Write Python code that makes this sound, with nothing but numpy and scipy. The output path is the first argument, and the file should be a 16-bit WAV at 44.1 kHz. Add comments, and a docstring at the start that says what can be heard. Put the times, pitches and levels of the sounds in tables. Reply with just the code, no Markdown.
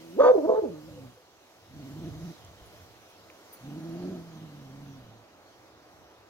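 """A small hound in an outdoor fenced run: a grumble breaks into a double bay, then two long closed-mouth grumbles.
A low rumble goes with the grumbles; collar tags tinkle, twigs tick, paws thud, a bird chirps, leaves rustle in wind.
The voice is harmonics, halfway lines and throat-shaped rasp; the bay adds pulses and second notes.
Tags, twigs and paws are decaying tones, chirps gliding tones, rustle and rumble shaped stereo noise.
Nearby walls and trees answer the voice with a decaying noise tail; a far slope returns the bay once, dulled."""
import sys
import numpy as np
from scipy import signal
from scipy.fft import rfft, irfft, next_fast_len
from scipy.io import wavfile
from scipy.ndimage import uniform_filter1d, map_coordinates

SR = 44100
rng = np.random.default_rng(int(sys.argv[2]) if len(sys.argv) > 2 else 0)


def unload_audio(sound):
    """Save the sound as a 16-bit wav file, at the path given as the first command line argument."""
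    columns = np.transpose(np.atleast_2d(sound))
    # keep every value between -1 and 1, then stretch to whole-number steps
    steps = np.round(np.clip(columns, -1, 1) * 32767)
    wavfile.write(sys.argv[1], SR, steps.astype(np.int16))


N = 277389

# Open throat and mouth, resonances: (centre [Hz], width of one pass [Hz], level [dB])
THROAT_MODES = [(310, 95, -9.5), (542, 150, 7), (890, 140, -3.5), (1204, 67, -0.5), (1490, 100, -11.5),
                (1786, 50, -15.5), (2185, 40, -23), (3060, 47, -35.5), (3540, 230, -27), (4550, 180, -28.5),
                (6200, 340, -33.5)]
# Stereo likeness of the rustle: (frequency [Hz], left-right correlation [-1..1])
PORT_LIKENESS = [(30, .3), (70, 0.94), (180, 1), (550, 0.74), (1650, 0.7), (5000, 0.067), (15000, 0.067)]


def amp(db):
    """Gain of a level in dB."""
    return 10 ** (np.asarray(db) / 20)


def unit(x):
    """x at rms 1."""
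    return x / np.sqrt(np.mean(x ** 2) + 1e-20)


def along(points, hz):
    """(Hz, value) points interpolated on a log frequency axis."""
    f, v = np.transpose(points)
    return np.interp(np.log(hz + 1), np.log(f + 1), v)


def curves(rows):
    """One value per sample for each column after the time."""
    s, *cols = np.transpose(rows)
    return [np.interp(np.arange(N) / SR, s, c) for c in cols]


def wobble(rate_hz):
    """A smooth random curve with rate_hz knots a second."""
    knots = rng.standard_normal(int(N * rate_hz / SR) + 4)
    return map_coordinates(knots, [np.arange(N) * rate_hz / SR])


def filtered(x, response):
    """x times a complex response of frequency."""
    m = next_fast_len(N + SR)
    return irfft(rfft(x, m) * response(np.fft.rfftfreq(m, 1 / SR)), m)[..., :N]


def resonances(modes):
    """Response of summed resonances, each applied twice for dark valleys."""
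    def response(f):
        return sum(amp(db) * (1j * f * w / (c * c - f * f + 1j * f * w)) ** 2 for c, w, db in modes)
    return response


def rush(spectrum, patchy_db, alike=PORT_LIKENESS):
    """Stereo noise with patches of random gain; the mean of its channels has rms 1."""
    # Port balance: (frequency [Hz], left minus right [dB])
    tilt = [(30, 1), (70, -0.5), (180, -4), (550, -1.5), (1650, 0), (5000, -2.5), (15000, 4.5)]
    port_gap_samples = 6  # left leads
    z = signal.stft(rng.standard_normal((2, N)), nperseg=512)[2]
    field = uniform_filter1d(rng.standard_normal(z.shape[1:]), size=6, axis=0)
    patches = unit(uniform_filter1d(field, size=14, axis=1))
    pair = signal.istft(z * amp(patchy_db * patches), nperseg=512)[1][:, :N]

    def mid_side_gains(hz):
        turn = np.arccos(np.clip(along(alike, hz), -1, 1)) / 2
        return amp(along(spectrum, hz)) * np.array([np.cos(turn), np.sin(turn)])

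    mid, side = filtered(pair, mid_side_gains)
    left, right = filtered(np.array([mid + side, mid - side]),
                           lambda hz: amp(along(tilt, hz) / 2 * [[1], [-1]]))
    both = np.array([left, np.roll(right, port_gap_samples)])
    return both / np.std(both.mean(0))


def foliage():
    """Turbulent rustle: one wind strength stirs near leaves, their top hiss and far trees."""
    # Near leaves: (time [s], level [dB])
    strength = [(0.0, -62.5), (.47, -63.5), (1.05, -65), (1.2, -67.5), (1.61, -67), (1.89, -62),
                (2.31, -61), (2.43, -63.5), (2.82, -63.5), (3.1, -65.5), (3.56, -63.5), (4.03, -62),
                (4.41, -64.5), (4.9, -65.5), (5.1, -67.5), (5.75, -68.5), (6.29, -69)]
    # Noise shapes of far trees, near leaves and top hiss: (frequency [Hz], relative level [dB])
    trees_shape = [(88, -31), (150, -16.5), (270, -5.5), (326, -0.5), (380, -3.5), (744, -3), (817, -5.5),
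                   (1340, -9.5), (2500, -20), (3250, -45), (5500, -120)]
    leaves_shape = [(880, -14.5), (1500, -13), (2020, -6.5), (2430, -6.5), (3090, -4.5), (3500, -6.5),
                    (4050, -5.5), (4830, -7.5), (6280, -7.5), (8600, -30), (11200, -40), (18900, -120)]
    hiss_shape = [(4410, -9.5), (7500, -4.5), (8540, -10), (10600, -6), (12600, -6), (14600, -6.5),
                  (15100, -11), (15700, -9)]
    # growth: dB per dB of swing of the near leaves
    trees_db, trees_growth, trees_drift_db_per_s = -60, 0.68, 0.7456
    hiss_db, hiss_growth, hiss_drift_db_per_s = -67.5, 1.1, -.5
    leaves_db, = curves(strength)
    swing_db, t = leaves_db - leaves_db.mean(), np.arange(N) / SR
    gust = wobble(6.9)
    trees_level_db = trees_db + trees_growth * swing_db + trees_drift_db_per_s * t + 0.24 * gust
    leaves_level_db = leaves_db + 0.18 * gust
    hiss_level_db = hiss_db + hiss_growth * swing_db + hiss_drift_db_per_s * t + .7 * gust
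    hiss_level_db = hiss_level_db + 0.56 * wobble(5.4)
    return (amp(trees_level_db) * rush(trees_shape, patchy_db=-0.08)
            + amp(leaves_level_db) * rush(leaves_shape, patchy_db=1.8)
            + amp(hiss_level_db) * rush(hiss_shape, patchy_db=1.7))


def bird():
    """Faint whistles from the trees: short gliding tones with a wandering phase."""
    # (time [s], length [s], start pitch [Hz], end pitch [Hz], level [dB])
    chirps = [(.3, 0.067, 6270, 6140, -63), (3.183, 0.022, 4370, 4000, -65), (3.205, .07, 3820, 4180, -68),
              (3.565, 0.016, 4300, 4100, -61), (2.932, 0.054, 2730, 2660, -68),
              (3.132, .05, 2700, 2650, -66)]
    out = np.zeros(N)
    for s, length_s, from_hz, to_hz, db in chirps:
        u = np.linspace(0, 1, round(length_s * SR))
        glide = 2 * np.pi * np.cumsum(from_hz + (to_hz - from_hz) * u) / SR
        wander = np.cumsum(rng.normal(0, 0.064, len(u)))
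        out[round(s * SR):][:len(u)] += amp(db) * np.sin(np.pi * u) * np.sin(glide + wander)
    return out


def twigs():
    """Ticks: tones with a wandering phase that die within a few cycles."""
    # (time [s], level before the envelope [dB], centre [Hz])
    ticks = [(2.449, -34, 7000), (2.755, -46, 4800), (3.301, -34, 2360), (3.894, -33, 13000),
             (4.243, -54, 10980)]
    out, t = np.zeros(N + SR), np.arange(SR // 8) / SR
    for s, db, hz in ticks:
        wander = np.cumsum(rng.normal(0, 1.6 * hz / SR, len(t)))
        envelope = np.exp(-t * hz / 1.6) * np.tanh(t * hz / .5)
        out[round(s * SR):][:len(t)] += amp(db) * np.sin(2 * np.pi * hz * t + wander) * envelope
    return out


def paws():
    """Thuds on earth: damped tones with a soft onset."""
    # Level before a 6 dB lift and the envelope: (time [s], level [dB], pitch [Hz])
    thumps = [(1.619, -55, 96.9), (2.44, -47, 101.3), (2.48, -52, 73), (2.613, -47, 61.5),
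              (2.717, -60, 110), (2.73, -52.5, 601), (2.81, -54, 90)]
    out, t = np.zeros(N + SR), np.arange(SR // 8) / SR
    envelope = np.exp(-t / 0.017) * (1 - np.exp(-t / 0.0069))
    for s, db, hz in thumps:
        out[round(s * SR):][:len(t)] += amp(db + 6.0) * np.sin(2 * np.pi * hz * t) * envelope
    return out


def collar_tags():
    """Metal tags ring high and short in three decaying modes, balanced anew at each touch."""
    # Level before a 1.5 dB lift and the onset: (time [s], level [dB], gain of the upper two modes [dB])
    touches = [(2.298, -60, -10), (2.648, -54, -3), (2.672, -64, -7), (3.088, -59, 3), (3.484, -60, 5),
               (3.522, -48.5, 14), (3.545, -53.5, 6), (3.575, -68, -5), (3.914, -60, -6), (4.01, -64, -8)]
    # (frequency [Hz], relative level [dB], t60 [s])
    modes = [(10420, 5, 0.083), (14000, 4, .065), (15300, 2, .065)]
    out, t = np.zeros(N + SR), np.arange(SR // 8) / SR
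    onset = 1 - np.exp(-(t / .017) ** 2)
    for s, db, upper_db in touches:
        ring = np.zeros(len(t))
        for (hz, level_db, t60_s), gain_db in zip(modes, [0, upper_db, upper_db]):
            decay = amp(level_db + gain_db + rng.normal(0, 2.1) - 60 * t / t60_s)
            wander = np.cumsum(rng.normal(0, 0.078, len(t)))
            ring += decay * np.sin(2 * np.pi * hz * t + wander)
        out[round(s * SR):][:len(t)] += amp(db + 1.5) * ring * onset
    return out


def small_sounds():
    """Tags, twigs and paws reach the left port four samples before the right."""
    mono = collar_tags() + twigs() + paws()
    return np.array([mono[4:N + 4], mono[:N]])


def chest_rumble():
    """Low rumble: lumpy deep noise, strongest while the dog grumbles, probably from its chest."""
    # Level before a 5.5 dB lift: (time [s], level [dB])
    strength = [(0.0, -71), (.47, -70), (.88, -67.5), (1.05, -63), (1.17, -77), (1.5, -81), (1.79, -64),
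                (2.1, -52), (2.43, -68.5), (2.82, -67), (3.08, -72.5), (3.56, -71), (4.03, -64),
                (4.41, -66), (4.59, -66), (4.9, -62.5), (5.1, -72), (6.29, -74)]
    # Noise shape: (frequency [Hz], relative level [dB])
    rumble_shape = [(12, -61), (20, -38.5), (51, -7.5), (97, 2), (118, 0.5), (140, -9), (171, -3.5),
                    (250, -23.5), (320, -25), (550, -120)]
    # (frequency [Hz], left-right correlation [-1..1])
    likeness = [(30, .3), (60, .55), (130, .9)]
    lumps = amp(4.0 * wobble(9))
    return amp(curves(strength)[0] + 5.5) * lumps * rush(rumble_shape, patchy_db=0.0, alike=likeness)


def yard(x, delay_s):
    """The diffuse answer of walls and trees; each frequency dies at its own speed."""
    # (frequency [Hz], t60 [s])
    decay = [(150, 0.054), (500, 0.42), (1500, 0.26), (6000, 0.089)]
    hz, t, z = signal.stft(rng.standard_normal((2, SR // 2)), SR, nperseg=256)
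    tail = signal.istft(z * amp(-60 * t / along(decay, hz)[:, None]), SR, nperseg=256)[1]
    late = np.pad(x, (round(delay_s * SR), 0))[None]
    return signal.fftconvolve(late, tail / np.linalg.norm(tail[0]), axes=1)[:, :N]


def far_slope(x):
    """One late return, narrowed to a band round 510 Hz, with a flickering level."""
    def response(hz):
        band = 1 / (1 + (np.log(hz / 510 + 1e-9) / .11) ** 4)
        return np.exp(-2j * np.pi * hz * .68) * band  # 0.68 s late
    return filtered(x, response) * amp(3.7 * wobble(40.46))


def catches():
    """Gain of the voice: brief dips where the folds lose their swing."""
    # (time [s], half width to 1/e of the depth [s], depth [dB])
    breaks = [(0.213, 0.0032, 6.5), (0.23, 0.0057, 5.5), (.243, 0.0027, 2), (.33, 0.007, 14),
              (0.371, 0.0051, 14.5), (0.466, 0.0064, 5.5), (0.485, 0.0015, 7.5), (.499, 0.0014, 9),
              (0.513, 0.0062, 8.5), (0.533, 0.0047, 7.5), (0.543, 0.0013, 17.5), (.56, 0.009, 0.5),
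              (0.613, 0.0087, 14), (0.631, 0.0025, 8.5), (0.647, .003, 4), (2.115, .012, 8)]
    t = np.arange(N) / SR
    return amp(-sum(abs(db) * np.exp(-((t - s) / width_s) ** 2) for s, width_s, db in breaks))


def second_notes(jitter):
    """A second steady pitch sounds briefly beside the gliding bay and beats with it."""
    # (time [s], length [s], pitch [Hz], peak level [dB])
    notes = [(.2, 0.064, 503.7, -21), (0.471, 0.088, 505.2, -21), (0.616, .05, 420.6, -26),
             (.665, 0.043, 410, -39)]
    out = np.zeros(N)
    unsteady, shimmer = 1 + jitter * wobble(90), amp(1.3 * wobble(70))
    for s, length_s, hz, db in notes:
        at = round(s * SR) + np.arange(round(length_s * SR))
        phase = 2 * np.pi * np.cumsum(hz * unsteady[at]) / SR
        swell = np.sin(np.linspace(0, np.pi, len(at)))
        tone = np.sin(phase) + amp(-16) * np.sin(2 * phase)
        out[at] += np.sqrt(2) * amp(db) * shimmer[at] * swell * tone
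    return out


def undertone(jitter):
    """A second, slower swing of the folds: sharp pulses through the open throat give bright overtones."""
    # Level before a 4.5 dB lift: (time [s], length [s], pitch [Hz], level [dB], hold [s])
    swings = [(0.183, 0.12, 307.7, -28, 0.07), (.475, .135, 219.7, -50, .07)]
    # swells and scoops up to pitch, holds, fades
    attack_s, start_db, fade_db_per_s, scoop_fraction = .025, -27, 199, .07
    out, unsteady = np.zeros(N), 1 + jitter * wobble(120)
    for s, length_s, hz, db, hold_s in swings:
        t = np.arange(N) / SR - s
        early = np.clip(1 - t / attack_s, 0, 1)
        fading_s = np.clip(t - attack_s - hold_s, 0, length_s)
        level_db = db + start_db * early - fade_db_per_s * fading_s
        cycles = np.cumsum(hz * (1 - scoop_fraction * early) * unsteady) / SR
        pulses = np.diff(np.floor(cycles), prepend=0) * amp(1.5 * wobble(200))
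        on = np.clip(np.minimum(t, length_s - t) / 0.011, 0, 1)
        out += on * amp(level_db + 4.5) * unit(filtered(pulses, resonances(THROAT_MODES)))
    return out


def voice(phrases, timbre, modes, rasp_band_hz, jitter, tremor, shimmer_db, blur_rad, fall_db):
    """Vocal folds: harmonics, lines halfway where alternate cycles differ, and rasp through the throat."""
    fade, multiples = 200, np.array([.5, 1, 1.5, 2, 2.5, 3, 4])  # fade in samples
    tremble = np.sin(2 * np.pi * 20.5 * np.arange(N) / SR + .7 * wobble(5))
    unsteady = 1 + jitter * wobble(90) + tremor * tremble  # the pitch flutters
    shimmer = amp(shimmer_db * (np.array([wobble(80) for _ in multiples]) + wobble(130)))
    # the halfway lines lock loosely
    drift = blur_rad * np.array([wobble(70) * (k % 1 > 0) for k in multiples])
    air = filtered(rng.standard_normal(N), resonances(modes))
    air /= np.std(filtered(air, lambda f: (f > rasp_band_hz[0]) & (f < rasp_band_hz[1])))
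    pitch_hz, *over_db = np.transpose(timbre)
    out, handed_phase = np.zeros(N), 0
    for phrase in phrases:
        s, *columns = np.transpose(phrase)
        at = np.arange(max(round(s[0] * SR) - fade, 0), round(s[-1] * SR) + fade)
        hz, first_db, halfway_db, bright_db = [np.interp(at / SR, s, c) for c in columns]
        second_db, sub_db, rasp_db = [first_db + np.interp(hz, pitch_hz, db) for db in over_db]
        between_db = first_db + halfway_db
        second_db, rasp_db = second_db + bright_db, rasp_db + bright_db
        phase = handed_phase + 2 * np.pi * np.cumsum(hz * unsteady[at]) / SR
        handed_phase = phase[-2 * fade - 1]  # the folds swing on into the next phrase
        levels_db = [sub_db, first_db, between_db, second_db,
                     between_db - fall_db, second_db - fall_db, second_db - 2 * fall_db]
        lines = amp(levels_db) * shimmer[:, at] * np.sin(multiples[:, None] * phase + drift[:, at])
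        stack = np.sqrt(2) * np.sum(lines, axis=0)
        puffs = 1 + 0.13 * np.cos(phase / 2)  # with the stronger cycles
        rasp = amp(rasp_db - 6.0) * air[at] * puffs
        edge = np.minimum(at - at[0] if at[0] else 2 * fade, at[-1] - at) / (2 * fade)
        out[at] += np.clip(edge, 0, 1) * (stack + rasp)
    return out


def dog():
    """The voice reaches the left port first; near surfaces and one far, dull echo follow."""
    # One table a phrase: (time [s], pitch [Hz], fundamental level [dB],
    # halfway lines over the fundamental [dB], brightness added to octave and rasp [dB])
    bay_phrases = [
        [(0.0, 160.6, -60.5, -2, 2.5), (.116, 165.2, -54.5, -4, 1), (.164, 199.4, -44.5, -7, -1),
         (.18, 322.2, -32, -24, -4.5), (.195, 494.4, -18, -31.5, -3.5), (.208, 548.8, -12.5, -30.5, -5.5),
         (.228, 591, -22.5, -17, 4.5), (.238, 490.7, -14.5, -27, 1), (.261, 498.5, -16, -19.5, 3),
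         (.29, 500, -13.5, -18.5, -3), (.318, 496, -16, -19, -8), (.329, 490, -31, -4, 0),
         (.341, 455, -27, -8, -2), (.353, 426.6, -20.5, -11.5, -10), (.385, 317.2, -24.5, -8, 1.5),
         (.415, 270.5, -36.5, -13.5, -1)],
        [(.415, 268.2, -40, -14, -1), (.462, 336.8, -22.5, -22, 3.5), (.468, 346, -34.5, -10.5, 3),
         (.474, 431.5, -24.5, -13, -1.5), (.502, 428.7, -18, -4.5, -5.5), (.54, 433.3, -27, -0.5, 3.5),
         (.565, 444, -28, -15.5, 8.5), (.594, 433.7, -22.5, -16, -3), (.606, 411, -33, -8, 0),
         (.621, 361.7, -34, -9.5, -11), (.645, 313, -30.5, -8.5, 1), (.68, 220.4, -41, -12, -0.5),
         (.703, 176, -43, -20, -4)],
        [(.703, 177, -44.5, -18.5, -5), (.75, 153, -49.5, -22, 0), (.83, 153.3, -55.5, -6, -1),
         (.886, 159.3, -53.5, -8, -2.5), (.956, 149, -56.5, -6, 0), (1.072, 125.7, -50.5, -16, 4),
         (1.122, 122.5, -63.5, -3, -2), (1.17, 117, -65, -15, -4)],
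    ]
    grumble_phrases = [
        [(1.67, 101.3, -70, -7.5, 0), (1.704, 123.4, -54.5, -6.5, -8), (1.765, 155, -48, -7, -1.5),
         (1.848, 134, -51.5, -14, 5), (1.936, 140.4, -45.5, -13, -2.5), (2.0, 165.4, -44.5, -0.5, -2.5),
         (2.06, 161.1, -40.5, -24, 4.5), (2.11, 145.8, -47.5, 2, 2.5), (2.184, 157.1, -45.5, -19, -1),
         (2.248, 176, -38, -27, -9), (2.315, 154.8, -45, -14, 1.5), (2.34, 153.3, -74, 1, 0)],
        [(3.61, 115.2, -57, -2, 0), (3.656, 139.7, -45.5, -5.5, -1.5), (3.768, 154.7, -44, -2, 3.5),
         (3.928, 167.5, -43, -12, 5), (4.046, 181, -40, -2, 3.5), (4.116, 189.5, -37, -5.5, -2.5),
         (4.184, 170.4, -43.5, -2, 3), (4.234, 168, -49, -9.5, -6), (4.388, 159.2, -47, -5, -3),
         (4.52, 147.8, -49, -5.5, -4.5), (4.698, 132.5, -50.5, -8, -3), (4.85, 142.6, -48, -6, -5),
         (4.97, 132.6, -53.5, -6.5, -4), (5.096, 111.5, -55, -4.5, -1), (5.214, 109.2, -61, -12, 0),
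         (5.25, 108.8, -72, -8, 2)],
    ]
    # Timbre against pitch, over the fundamental, rasp before a 6 dB cut:
    # (pitch [Hz], octave [dB], line at half pitch [dB], rasp [dB])
    timbre_open = [(119, -6, -9.5, -11.5), (155, 5.5, -23, -6.5), (200, -0.5, -28.5, -20.5),
                   (280, -2, -33.5, -23), (340, -6, -47, -20.5), (423, -14.5, -30.5, -26),
                   (502, -17.5, -30.5, -10), (580, -11, -13.5, -8.5)]
    timbre_shut = [(110, -18.5, -13, -4), (130.5, 1.5, -11, -12), (153.4, -3.5, -24.5, -11.5),
                   (175, -6, -19.5, -11), (186, -5.5, -20, -9.5)]
    # Throat with the mouth shut: (centre [Hz], width of one pass [Hz], level [dB])
    snout_modes = [(252, 260, 3.5), (470, 328, -12), (620, 144, 3.5), (1190, 470, -9.5)]
    # Full lead of the left port, before the share: (frequency [Hz], phase [rad])
    lead = [(100, .3), (180, .55), (300, 0.94), (500, 1.3), (800, 1.43), (1300, 0.62), (4000, 2.13)]
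    bay_lead_share, grumble_lead_share = 0.97, 0.49  # the dog has come round nearer the middle

    bay = voice(bay_phrases, timbre_open, THROAT_MODES, (750, 2400),
                jitter=.018, tremor=.008, shimmer_db=1, blur_rad=.5, fall_db=18)
    first_grumble = voice(grumble_phrases[:1], timbre_shut, snout_modes, (420, 900),
                          jitter=.025, tremor=.075, shimmer_db=1.3, blur_rad=2.5, fall_db=16)
    second_grumble = voice(grumble_phrases[1:], timbre_shut, snout_modes, (420, 900),
                           jitter=.025, tremor=.02, shimmer_db=1.1, blur_rad=2.5, fall_db=17)
    dips = catches()
    bay = dips * (bay + undertone(jitter=.03) + second_notes(jitter=.015))
    grumbles = dips * (first_grumble + second_grumble)

    def ports(x, share):
        return filtered(x, lambda hz: np.exp(.5j * share * along(lead, hz) * [[1], [-1]]))

    direct = ports(bay, bay_lead_share) + ports(grumbles, grumble_lead_share)
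    direct = direct * amp([[-.7], [.9]])  # left, right
    return direct + amp(-15.0) * yard(bay + grumbles, delay_s=.015) + amp(-37.5) * far_slope(bay)


def scene():
    """Everything that reaches the two microphone ports."""
    return foliage() + bird() + small_sounds() + chest_rumble() + dog()


def record(dry):
    """The phone keeps nothing above its band limit."""
    top_hz = 15890
    return filtered(dry, lambda hz: hz < top_hz)


dry = scene()
out = record(dry)
unload_audio(out)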